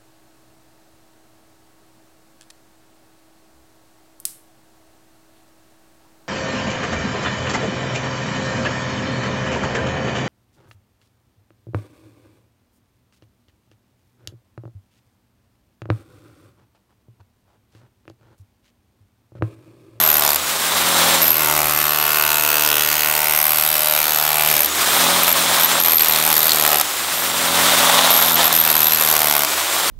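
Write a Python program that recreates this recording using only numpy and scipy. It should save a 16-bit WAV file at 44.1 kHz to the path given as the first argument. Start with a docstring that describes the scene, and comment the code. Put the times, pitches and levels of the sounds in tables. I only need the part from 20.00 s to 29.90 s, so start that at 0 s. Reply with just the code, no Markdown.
"""Rapid, hard blows of an electric demolition hammer on concrete, close up, broken by short free runs.
Pressed down, the motor sags and each crank turn drives the striker onto the chisel: a thud of concrete
and housing, a crack at the tip, a ring of the steel, at times a clink of brick shards.
Lifted off, the motor speeds up, two whines climb and the loose striker rattles over the fan rush."""
import sys
import numpy as np
from scipy import signal
from scipy.fft import rfft, irfft
from scipy.io import wavfile
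from scipy.ndimage import uniform_filter1d

SR = 44100
rng = np.random.default_rng(int(sys.argv[2]) if len(sys.argv) > 2 else 0)


def put_to_file(sound):
    """Save the sound as 16-bit audio at rate SR, in the file named by the first command-line argument."""
    columns = np.atleast_2d(sound).T  # one column per channel
    safe = np.clip(columns, -1, 1)
    whole_steps = np.round(safe * 32767)
    wavfile.write(sys.argv[1], SR, whole_steps.astype(np.int16))


N = 436590
TIME_S = np.arange(N) / SR
HIT_SAMPLES = 1024
HIT_S = np.arange(HIT_SAMPLES) / SR


def amp(db):
    return 10 ** (np.asarray(db) / 20)


def unit_rms(x, axis=None):
    return x / np.sqrt(np.mean(x ** 2, axis, keepdims=True) + 1e-20)


def curves(table, t=TIME_S):
    """Value column(s) of a table, interpolated at times t."""
    times, *columns = np.transpose(table)
    values = [np.interp(t, times, column) for column in columns]
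    return values if len(values) > 1 else values[0]


def ramp(start, end):
    return ((TIME_S - start) / (end - start)).clip(0, 1)


def coloured(x, spectrum):
    """Filter the last axis by a (Hz, dB) spectrum."""
    size = x.shape[-1]
    hz, db = np.transpose(spectrum)
    gain_db = np.interp(np.log(np.fft.rfftfreq(size, 1 / SR) + 1), np.log(hz + 1), db)
    return irfft(rfft(x) * amp(gain_db), size)


def wander(width_hz):
    """Complex low-pass noise, rms 1."""
    pole = np.exp(-np.pi * width_hz / SR)
    z = signal.lfilter([1], [1, -pole], rng.standard_normal(N) + 1j * rng.standard_normal(N))
    return z / np.sqrt(np.mean(abs(z) ** 2))


def burst(t, rise_s, t60_s):
    """Envelope: swell from t = 0, exponential decay."""
    t = np.maximum(t, 0)
    return (1 - np.exp(-t / rise_s)) ** 2 * amp(-60 * t / t60_s)


def blow_noise(firm, size, memory_blows):
    """One noise row per blow; share `firm` drifts slowly, the rest is fresh."""
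    shape = (len(firm), size)
    slow = signal.lfilter([1], [1, -np.exp(-1 / memory_blows)], rng.standard_normal(shape), axis=0)
    return np.sqrt(firm) * unit_rms(slow, 1) + np.sqrt(1 - firm) * rng.standard_normal(shape)


# Crank speed under load, one list per press: (time [s], speed [turns/s])
PRESS_SPEEDS = [
    [(0, 84.02), (.1, 75.6), (.3, 72.51), (.37, 74.23)],
    [(1.12, 85.25), (1.25, 80.35), (1.45, 76.36), (1.7, 75.8), (2.3, 75.55), (2.8, 75.15), (3.1, 76.12),
     (3.3, 75.8), (3.6, 76.87), (4.0, 76.41), (4.4, 76.12), (4.52, 76.84), (4.67, 73.79)],
    [(5.2, 87.24), (5.32, 85.56), (5.52, 85.13), (5.62, 81.77), (5.8, 85.94), (6.0, 78.66), (6.2, 77.86),
     (6.47, 78.32), (6.82, 72.97)],
    [(8.0, 87.72), (8.2, 83.31), (8.3, 83.88), (8.4, 79.81), (8.5, 83.82), (8.7, 77.61), (8.9, 77.25),
     (9.0, 78.79), (9.2, 76.07), (9.44, 71.85)],
    [(9.9, 86.17)],
]
def crank_turns(start_turn=.895, leap_s=.14, creep_s=.8, leap_share=.7):
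    """Running turn count. Speed sags under load; lifted off, it leaps, then creeps up."""
    speed = curves(sum(PRESS_SPEEDS, []))
    for press, next_press in zip(PRESS_SPEEDS, PRESS_SPEEDS[1:]):
        (lift, low), (land, high) = press[-1], next_press[0]
        off = (TIME_S > lift) & (TIME_S < land)
        since = TIME_S[off] - lift
        rise = 1 - leap_share * np.exp(-since / leap_s) - (1 - leap_share) * np.exp(-since / creep_s)
        speed[off] = low + (high - low) * rise / rise[-1]
    return start_turn + np.cumsum(speed) / SR


# Seating of the tip: (time [s], firmness [0-1])
TIP_FIRMNESS = [(0, .5), (1.29, .4), (1.35, .9), (4.4, .94), (4.7, .3), (6.0, .4), (6.8, .45), (8.1, .2),
                (8.6, .4), (9.4, .4)]
def firmness(t):
    """The firmer the tip sits, the more each blow repeats the last."""
    return curves(TIP_FIRMNESS, t)


# Fan air noise: (frequency [Hz], density [dB])
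FAN_SPECTRUM = [(25, -58), (60, -38), (150, -18), (600, -8), (1200, -4), (3500, -7.5), (6000, -9),
                (9000, -10.5), (13000, -10), (16500, -12)]
def fan_rush():
    """Broadband air noise with a flickering level."""
    return unit_rms(coloured(rng.standard_normal(N), FAN_SPECTRUM)) * amp(2 * wander(13.6).real)


# Gear and commutator: (crank order, level re rush [dB], width [Hz])
WHINE_ORDERS = [(88.1, -14, 20), (100.6, -11, 100)]
def whines(phase):
    """Two narrow noise bands that track crank speed."""
    return sum(amp(db) * (np.exp(1j * order * phase) * wander(width_hz)).real
               for order, db, width_hz in WHINE_ORDERS)


# Loose striker: (frequency [Hz], density [dB])
RATTLE_SPECTRUM = [(45, -58), (130, -27), (260, -16), (470, -13), (580, -2), (1100, 0), (1400, -3),
                   (1700, -10), (2050, -8), (2550, -14), (3150, -5), (3600, -1), (4050, -4), (4600, -14),
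                   (7500, -19), (12000, -35)]
def striker_rattle(phase, knocks_per_s=1500, t60_s=.0034):
    """Random knocks, densest at both ends of the stroke."""
    rate = knocks_per_s * (1 + .5 * np.cos(2 * phase))
    knocks = amp(2.6 * np.minimum(rng.exponential(1, N), 5)) * (rng.random(N) < rate / SR)
    decay = amp(-60 * np.arange(600) / SR / t60_s)
    envelope = np.sqrt(abs(signal.oaconvolve(knocks ** 2, decay ** 2)[:N]))
    return unit_rms(coloured(envelope * rng.standard_normal(N), RATTLE_SPECTRUM))


# Crank tone levels: (time [s], order 1 [dB], upper orders [dB])
HUM_LEVELS = [(0.0, -43, -35), (0.52, -53, -42), (0.91, -44.5, -32.5), (1.68, -43, -34), (1.98, -52, -38.5),
              (2.59, -48, -36.5), (4.3, -59, -55.5), (4.55, -47, -35), (5.13, -48, -34.5),
              (5.43, -47.5, -40.5), (6.64, -51, -32.5), (7.0, -55, -43), (7.69, -42.5, -33.5),
              (9.73, -52, -38), (9.9, -48, -39)]
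# Upper tones: (crank order, level re upper orders [dB])
UPPER_ORDERS = [(4, -6.5), (5, -8)]
# Half-speed shaft: (crank order, level re order 2 [dB])
HALF_ORDERS = [(1.5, -14.5), (2.5, -8), (3.5, -12), (6.5, 3)]
def crank_hum(phase, second_db, free):
    """Tones locked to the crank. A firm tip damps order 3; half orders sound off load."""
    first_db, upper_db = curves(HUM_LEVELS)
    loose = 1 - firmness(TIME_S)
    hum = amp(first_db) * (np.exp(1j * phase) * (1 + .44 * wander(16))).real
    hum += amp(second_db) * (np.cos(2 * phase + 1.5) + 1.52 * loose * np.cos(3 * phase))
    for order, db in UPPER_ORDERS:
        hum += amp(upper_db + db) * (np.exp(1j * order * phase) * (1 + .2 * wander(2.5))).real
    hum += free * sum(amp(second_db + db) * np.cos(order * phase) for order, db in HALF_ORDERS)
    return np.sqrt(2) * hum


# Running noise: (time [s], rattle [dB], crank order 2 [dB])
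MOTOR_LEVELS = [(0, -26, -38), (.3, -28.5, -45), (.418, -31.5, -52), (1.046, -17.5, -34),
                (1.375, -27.5, -39), (1.545, -32, -37), (2.178, -34.5, -43.5), (4.126, -32.5, -45),
                (4.546, -27, -38), (4.68, -28.5, -58), (5.042, -18, -33.5), (5.3, -21.5, -39),
                (5.78, -20.5, -41), (5.83, -24, -44), (6.27, -23.5, -39.5), (6.76, -25, -41),
                (6.88, -31, -57), (7.2, -29.5, -45.5), (7.605, -19.5, -36), (8.005, -9, -32.5),
                (8.33, -17, -36), (8.41, -16.5, -37), (8.619, -22.5, -37), (9.413, -30, -44),
                (9.643, -26.5, -68), (9.9, -23, -45)]
# Hard shoves against the chisel: (start [s], end [s], final dip [dB])
SHOVES = [(.335, 0.358, 8), (5.303, 5.336, 6.5), (5.803, 5.845, 13), (5.924, 6, 6), (8.2, 8.215, 10),
          (8.306, 8.358, 12.5)]
def motor(turns, free):
    """Rush, rattle, whines and hum. All but the hum dip under a shove."""
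    phase = 2 * np.pi * turns
    rattle_db, second_db = curves(MOTOR_LEVELS)
    rush_db = -22.5 + .52 * (rattle_db + 28.5) + 2 * free
    rush = amp(rush_db) * fan_rush()
    rattle = amp(rattle_db) * striker_rattle(phase)
    hum = crank_hum(phase, second_db, free)
    whine = amp(rush_db) * free * whines(phase)
    dip_db = sum(db * ramp(start, end) * (TIME_S < end) for start, end, db in SHOVES)
    return (rush + whine + rattle) * amp(-uniform_filter1d(dip_db, 100)) + hum


# Chuck buzzes: (start [s], end [s], mid level [dB])
BUZZ_SPANS = [(4.85, 5.048, -23), (7.13, 7.27, -26)]
# Chisel in chuck: (frequency [Hz], density [dB])
BUZZ_SPECTRUM = [(9000, -32), (11800, -1), (13200, 5), (14500, -10)]
def chuck_buzz():
    """The loose chisel buzzes in its chuck: swells of fluttering treble noise."""
    swell = sum(amp(db) * np.sin(np.pi * ramp(start, end)) for start, end, db in BUZZ_SPANS)
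    noise = unit_rms(coloured(rng.standard_normal(N), BUZZ_SPECTRUM))
    return swell * noise * amp(2.5 * wander(60).real)


# Strongest chisel mode: (time [s], pitch [Hz])
CHISEL_PITCH = [(0, 12820), (.15, 12900), (.25, 13300), (1.2, 12830), (1.4, 12870), (1.9, 13150),
                (2.38, 13150), (2.46, 14300), (3.15, 14050), (3.35, 12760), (3.9, 12850), (4.4, 13300),
                (4.65, 12900), (9.05, 12880), (9.2, 12300), (9.45, 12900)]
def chisel_hz(t):
    """Pitch of the steel, which shifts with how deep it sits."""
    return curves(CHISEL_PITCH, t)


# Light contacts: (start [s], end [s], end level [dB])
SING_SPANS = [(0, .1, -29), (1.222, 1.336, -23), (5.278, 5.32, -27), (8.104, 8.3, -21), (8.448, 8.494, -25)]
def chisel_singing(fade_db=12, width_hz=300):
    """Barely touching, the steel sings on between blows: a fuzzy whistle that fades, then cuts off."""
    level = sum((TIME_S > start) * (TIME_S < end) * amp(db + fade_db * (1 - ramp(start, end)))
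                for start, end, db in SING_SPANS)
    phase = 2 * np.pi * np.cumsum(chisel_hz(TIME_S)) / SR
    return uniform_filter1d(level, 200) * (np.exp(1j * phase) * (1 + wander(width_hz))).real


# Loudest brick shards: (time [s], level [dB], pitch [Hz])
SHARD_SNAPS = [(0.277, -6, 5880), (0.2904, -12, 5900), (0.3054, -8, 4430), (5.9823, 0.5, 4680),
               (6.0058, -3, 4300), (6.1205, -6, 4100), (6.1594, -1, 4340), (6.4931, 0, 4610),
               (6.506, -1, 4350), (6.5182, 6, 4220)]
def shards(t60_s=.011):
    """Each shard snaps off with a gritty clink and one overtone."""
    out = np.zeros(N)
    for at, db, hz in SHARD_SNAPS:
        phase = 2 * np.pi * hz * HIT_S
        tone = np.sin(phase) + .52 * np.sin(1.75 * phase)
        grit = .83 + .5 * unit_rms(uniform_filter1d(rng.standard_normal(HIT_SAMPLES), 16))
        out[round(at * SR):][:HIT_SAMPLES] += amp(db) * burst(HIT_S, .00027, t60_s) * tone * grit
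    return out


# Piston on striker, striker on chisel, rebound: (delay [s], level slope [dB per 1100 Hz])
IMPACT_STEPS = [(0, -6), (.0026, 0), (.0053, -8)]
TIP_LAG_S = .0016  # tip answers after the housing
TIP_HIT_S = IMPACT_STEPS[1][0] + TIP_LAG_S
def struck_modes(modes, tuning, firm, t=HIT_S):
    """Modes rung by each step of a blow. Softer steps are duller; neighbours start in antiphase."""
    scatter = blow_noise(np.sqrt(firm), 32, memory_blows=31)
    out = 0
    for k, (hz, db, t60_s) in enumerate(modes):
        for j, (delay_s, slope_db) in enumerate(IMPACT_STEPS):
            jitter = scatter[:, [k + 8 * j]]
            phase = 2 * np.pi * hz * tuning * (t - delay_s) + .28 * jitter + np.pi * k
            level_db = db + slope_db * hz / 1100 + 1.5 * jitter
            out = out + amp(level_db) * burst(t - delay_s, .00005, t60_s) * np.sin(phase)
    return unit_rms(out, 1)


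def brick_clink(firm):
    """Loose brick under the tip: louder when it slips, higher when wedged."""
    strength, lateness = rng.random((len(firm), 2)).T[:, :, None]
    hz = 3700 + 950 * firm + 250 * blow_noise(firm, 8, memory_blows=12)[:, :1]
    clink = burst(HIT_S - TIP_HIT_S - .002 * lateness, .0003, .006) * np.sin(2 * np.pi * hz * HIT_S)
    return .45 * strength * np.sqrt(1 - firm) * unit_rms(clink, 1)


def chisel_ring(hz, firm, offset_rad):
    """A close pair of lengthwise modes, damped by firm contact with the concrete."""
    phase = 2 * np.pi * hz * HIT_S
    pair = np.sin(phase) + .24 * np.sin(1.022 * phase + offset_rad)
    return unit_rms(burst(HIT_S - TIP_HIT_S + .0013, .0012, .027 - .022 * firm) * pair, 1)


# Crowded modes of chuck and shank: (frequency [Hz], density [dB])
JINGLE_SPECTRUM = [(10500, -14.5), (12000, -6.5), (13200, -12), (14500, -5), (15800, -12)]
# Chisel tip: (frequency [Hz], density [dB])
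CRACK_SPECTRUM = [(2500, -1), (4500, -1), (7000, -1.5), (10500, 0.5), (13500, 7.5), (17000, -31)]
def tip_crack(firm):
    """Sharp noise burst at the tip, plus a jingle of chuck and shank."""
    t = HIT_S - TIP_HIT_S
    jingle = blow_noise(firm, HIT_SAMPLES, memory_blows=35) * burst(t + .0006, .0016, .011)
    jingle = unit_rms(coloured(jingle, JINGLE_SPECTRUM), 1)
    envelope = burst(t + .0006, .0009, .011) + .9 * burst(t - .0002, .0002, .004)
    crack = blow_noise(firm, HIT_SAMPLES, memory_blows=18) * envelope
    return unit_rms(coloured(crack, CRACK_SPECTRUM), 1) + (.5 + .44 * firm) * jingle


# Modes of concrete and housing, hollow brick, hard stone: (frequency [Hz], level [dB], t60 [s])
THUD_MODES = [(923, 7, 0.062), (1160, 6.5, 0.0097), (1358, 6.5, 0.041), (1640, 6, 0.0058), (2130, 2, 0.019)]
BOOM_MODES = [(628, 4, 0.17), (754, 2.5, 0.024)]
BITE_MODES = [(2500, 16, 0.0098), (2850, 11.5, 0.0097), (1810, -3.5, 0.015), (3100, 3, 0.018),
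              (4680, 1, 0.0051)]
# Mode shift as the tip digs in: (time [s], frequency ratio)
THUD_TUNING = [(0, 1), (1.35, 1.04), (1.6, 0.94), (1.9, 0.99), (2.5, 1.017), (3.2, 1.007), (4.05, 0.98),
               (4.3, 0.938), (6.0, 0.92), (9.0, 1.04), (9.2, 1)]
def ground_thud(at, firm, detune, boom_db, bite_db):
    """Concrete and housing thud, hollow brick booms, hard stone adds bite."""
    tuning = curves(THUD_TUNING, at) * detune
    thud = struck_modes(THUD_MODES, tuning, firm)
    boom = struck_modes(BOOM_MODES, tuning, firm)
    bite = struck_modes(BITE_MODES, tuning, firm, HIT_S - TIP_LAG_S)
    return thud + amp(boom_db) * boom + amp(bite_db) * bite


# Blow levels, one list per contact: (time [s], thud [dB], crack [dB], ring [dB])
CONTACT_LEVELS = [
    [(0, -27, -22, -19), (.12, -25.5, -19, -13.5), (.289, -28, -18.5, -27), (.366, -34, -19, -22)],
    [(1.21, -24, -15, -35), (1.3, -32, -21, -11), (1.335, -26.5, -21, -16), (1.566, -23, -21, -26),
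     (1.891, -27, -24.5, -22), (2.19, -23, -23, -20.5), (2.554, -23.5, -20.5, -23),
     (2.873, -24.5, -20.5, -25), (3.233, -25, -22, -23), (3.437, -31, -21.5, -19),
     (4.156, -27.5, -20.5, -24), (4.4, -25.5, -20, -28), (4.67, -40, -18, -15.5)],
    [(5.23, -35, -16, -18), (5.255, -40, -26, -30), (5.28, -27, -19, -20), (5.33, -37, -19, -16)],
    [(5.58, -30, -20, -20.5), (5.67, -44, -24, -15)],
    [(5.79, -35, -23, -17), (6.011, -30, -16, -15), (6.2, -28.5, -20.5, -26), (6.43, -31.5, -16, -14.5),
     (6.585, -33, -16.5, -38), (6.74, -21, -15.5, -28), (6.82, -26, -16, -21.5)],
    [(8.1, -24, -14, -28), (8.28, -40, -18, -21), (8.365, -23, -19, -19)],
    [(8.425, -39, -18, -16), (8.49, -26, -16, -16)],
    [(8.525, -30, -16.5, -14), (8.66, -27, -15.5, -17), (8.895, -29, -20, -15), (9.079, -30, -19.5, -25),
     (9.18, -25.5, -16, -27), (9.46, -25, -17.5, -23)],
]
# Tip skids: (time [s], ring gain [dB], crack loss [dB])
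TIP_SKIDS = [(5.961, 6, 11), (6.107, 10, 0), (6.78, 13, 6), (8.206, 9, -1), (8.341, 5, 5), (8.6, 6, 6),
             (9.125, 14, -2)]
def blow_levels(at, skid_half_s=.024):
    """Thud, crack and ring in dB, silent off contact. A skid frees the ring and mostly saps the blow."""
    levels_db = np.full((3, *at.shape), -120.)
    for contact in CONTACT_LEVELS:
        inside = (at >= contact[0][0]) & (at <= contact[-1][0])
        levels_db[:, inside] = curves(contact, at[inside])
    for skid_s, gain_db, loss_db in TIP_SKIDS:
        skid = np.maximum(1 - abs(at - skid_s) / skid_half_s, 0)
        levels_db += np.multiply.outer([-1.6 * loss_db, -loss_db, gain_db], skid)
    return levels_db


def place_hits(hits, start_s):
    """Overlap-add rows with sub-sample timing."""
    first = np.maximum(np.floor(start_s * SR).astype(int), 0)
    shift = np.exp(-2j * np.pi * np.fft.rfftfreq(HIT_SAMPLES) * (start_s * SR - first))
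    shifted = irfft(rfft(hits) * shift, HIT_SAMPLES)
    index = first + np.arange(HIT_SAMPLES)
    return np.bincount(index.ravel(), shifted.ravel(), N + HIT_SAMPLES)[:N]


# Material under the tip: (time [s], boom re thud [dB], bite re thud [dB], clink re crack [dB])
GROUND_MIX = [(0, -2.5, -8, -11), (1.3, -4.5, -3, -13), (1.6, -5, -5, 1), (1.8, -7.5, -5, -1),
              (1.9, -5.5, -3.5, 12), (2.6, -6, -1.5, 11), (3.2, -5.5, -7.5, 15), (3.35, -2, -4, 8),
              (4.3, -2, -3, 9), (4.6, 4, 0, -13), (6, -15, 1, 1), (6.3, -12, -13, -2), (6.5, 0, -10, -1),
              (6.7, -0.5, -8, -3), (8.2, 1, -15, -23), (8.9, -2, -2, 8), (9.02, -5, -4, 0),
              (9.15, 1, -26, -15), (9.4, -1.5, -14, -12)]
def hammer_blows(turns):
    """One blow per crank turn in contact. A loose tip scatters pitch, level and timing."""
    at = np.interp(np.arange(1, int(turns[-1])), turns, TIME_S)[:, None]
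    firm = firmness(at)
    thud_db, crack_db, ring_db = blow_levels(at)
    boom_db, bite_db, clink_db = curves(GROUND_MIX, at)
    scatter = rng.standard_normal((len(at), 6)) * np.sqrt(1 - firm)
    ring_pitch, ring_level, force, timing, ring_phase, thud_pitch = scatter.T[:, :, None]
    hits = amp(thud_db) * ground_thud(at, firm, 1 + .012 * thud_pitch, boom_db, bite_db)
    hits += amp(crack_db) * tip_crack(firm)
    ring_hz = chisel_hz(at) * (1 + .0066 * ring_pitch)
    hits += amp(ring_db + 4.2 * ring_level) * chisel_ring(ring_hz, firm, 1.8 * ring_phase)
    hits += amp(crack_db + clink_db) * brick_clink(firm)
    hits *= amp(1.8 * force) * np.sqrt(SR / 78 / HIT_SAMPLES)  # row rms to stream rms at 78 blows/s
    highpass = signal.butter(4, 380, "high", fs=SR, output="sos")  # small parts radiate no bass
    return signal.sosfilt(highpass, place_hits(hits, at - TIP_HIT_S + 4e-5 * timing))


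def scene():
    """One crank drives blows and motor; mono on two channels."""
    turns = crank_turns()
    touching = sum((TIME_S > rows[0][0]) & (TIME_S < rows[-1][0]) for rows in CONTACT_LEVELS)
    free = uniform_filter1d(1. - touching, 2000)
    mono = hammer_blows(turns) + shards() + motor(turns, free) + chuck_buzz() + chisel_singing()
    return np.tile(mono, (2, 1))


def record(dry):
    """Gain control ducks after the loudest blows; soft clip; low-pass."""
    threshold_db, release_db_per_s, ceiling, cutoff_hz = -13.5, 60, 1.16, 15760
    power_db = 10 * np.log10(abs(uniform_filter1d((dry ** 2).mean(0), 900)) + 1e-12)
    release_db = release_db_per_s * TIME_S
    held_db = np.maximum.accumulate(power_db + release_db) - release_db
    over_db = np.maximum(held_db - threshold_db, 0)
    duck_db = .7 * np.pad(uniform_filter1d(over_db, 300), (500, 0))[:N]  # about one blow late
    soft = ceiling * np.tanh(dry * amp(-duck_db) / ceiling)
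    lowpass = signal.firwin(2047, cutoff_hz, window=("kaiser", 9), fs=SR)
    return np.clip(signal.oaconvolve(soft, lowpass[None], "same"), -1, 1)


dry = scene()
out = record(dry)
put_to_file(out)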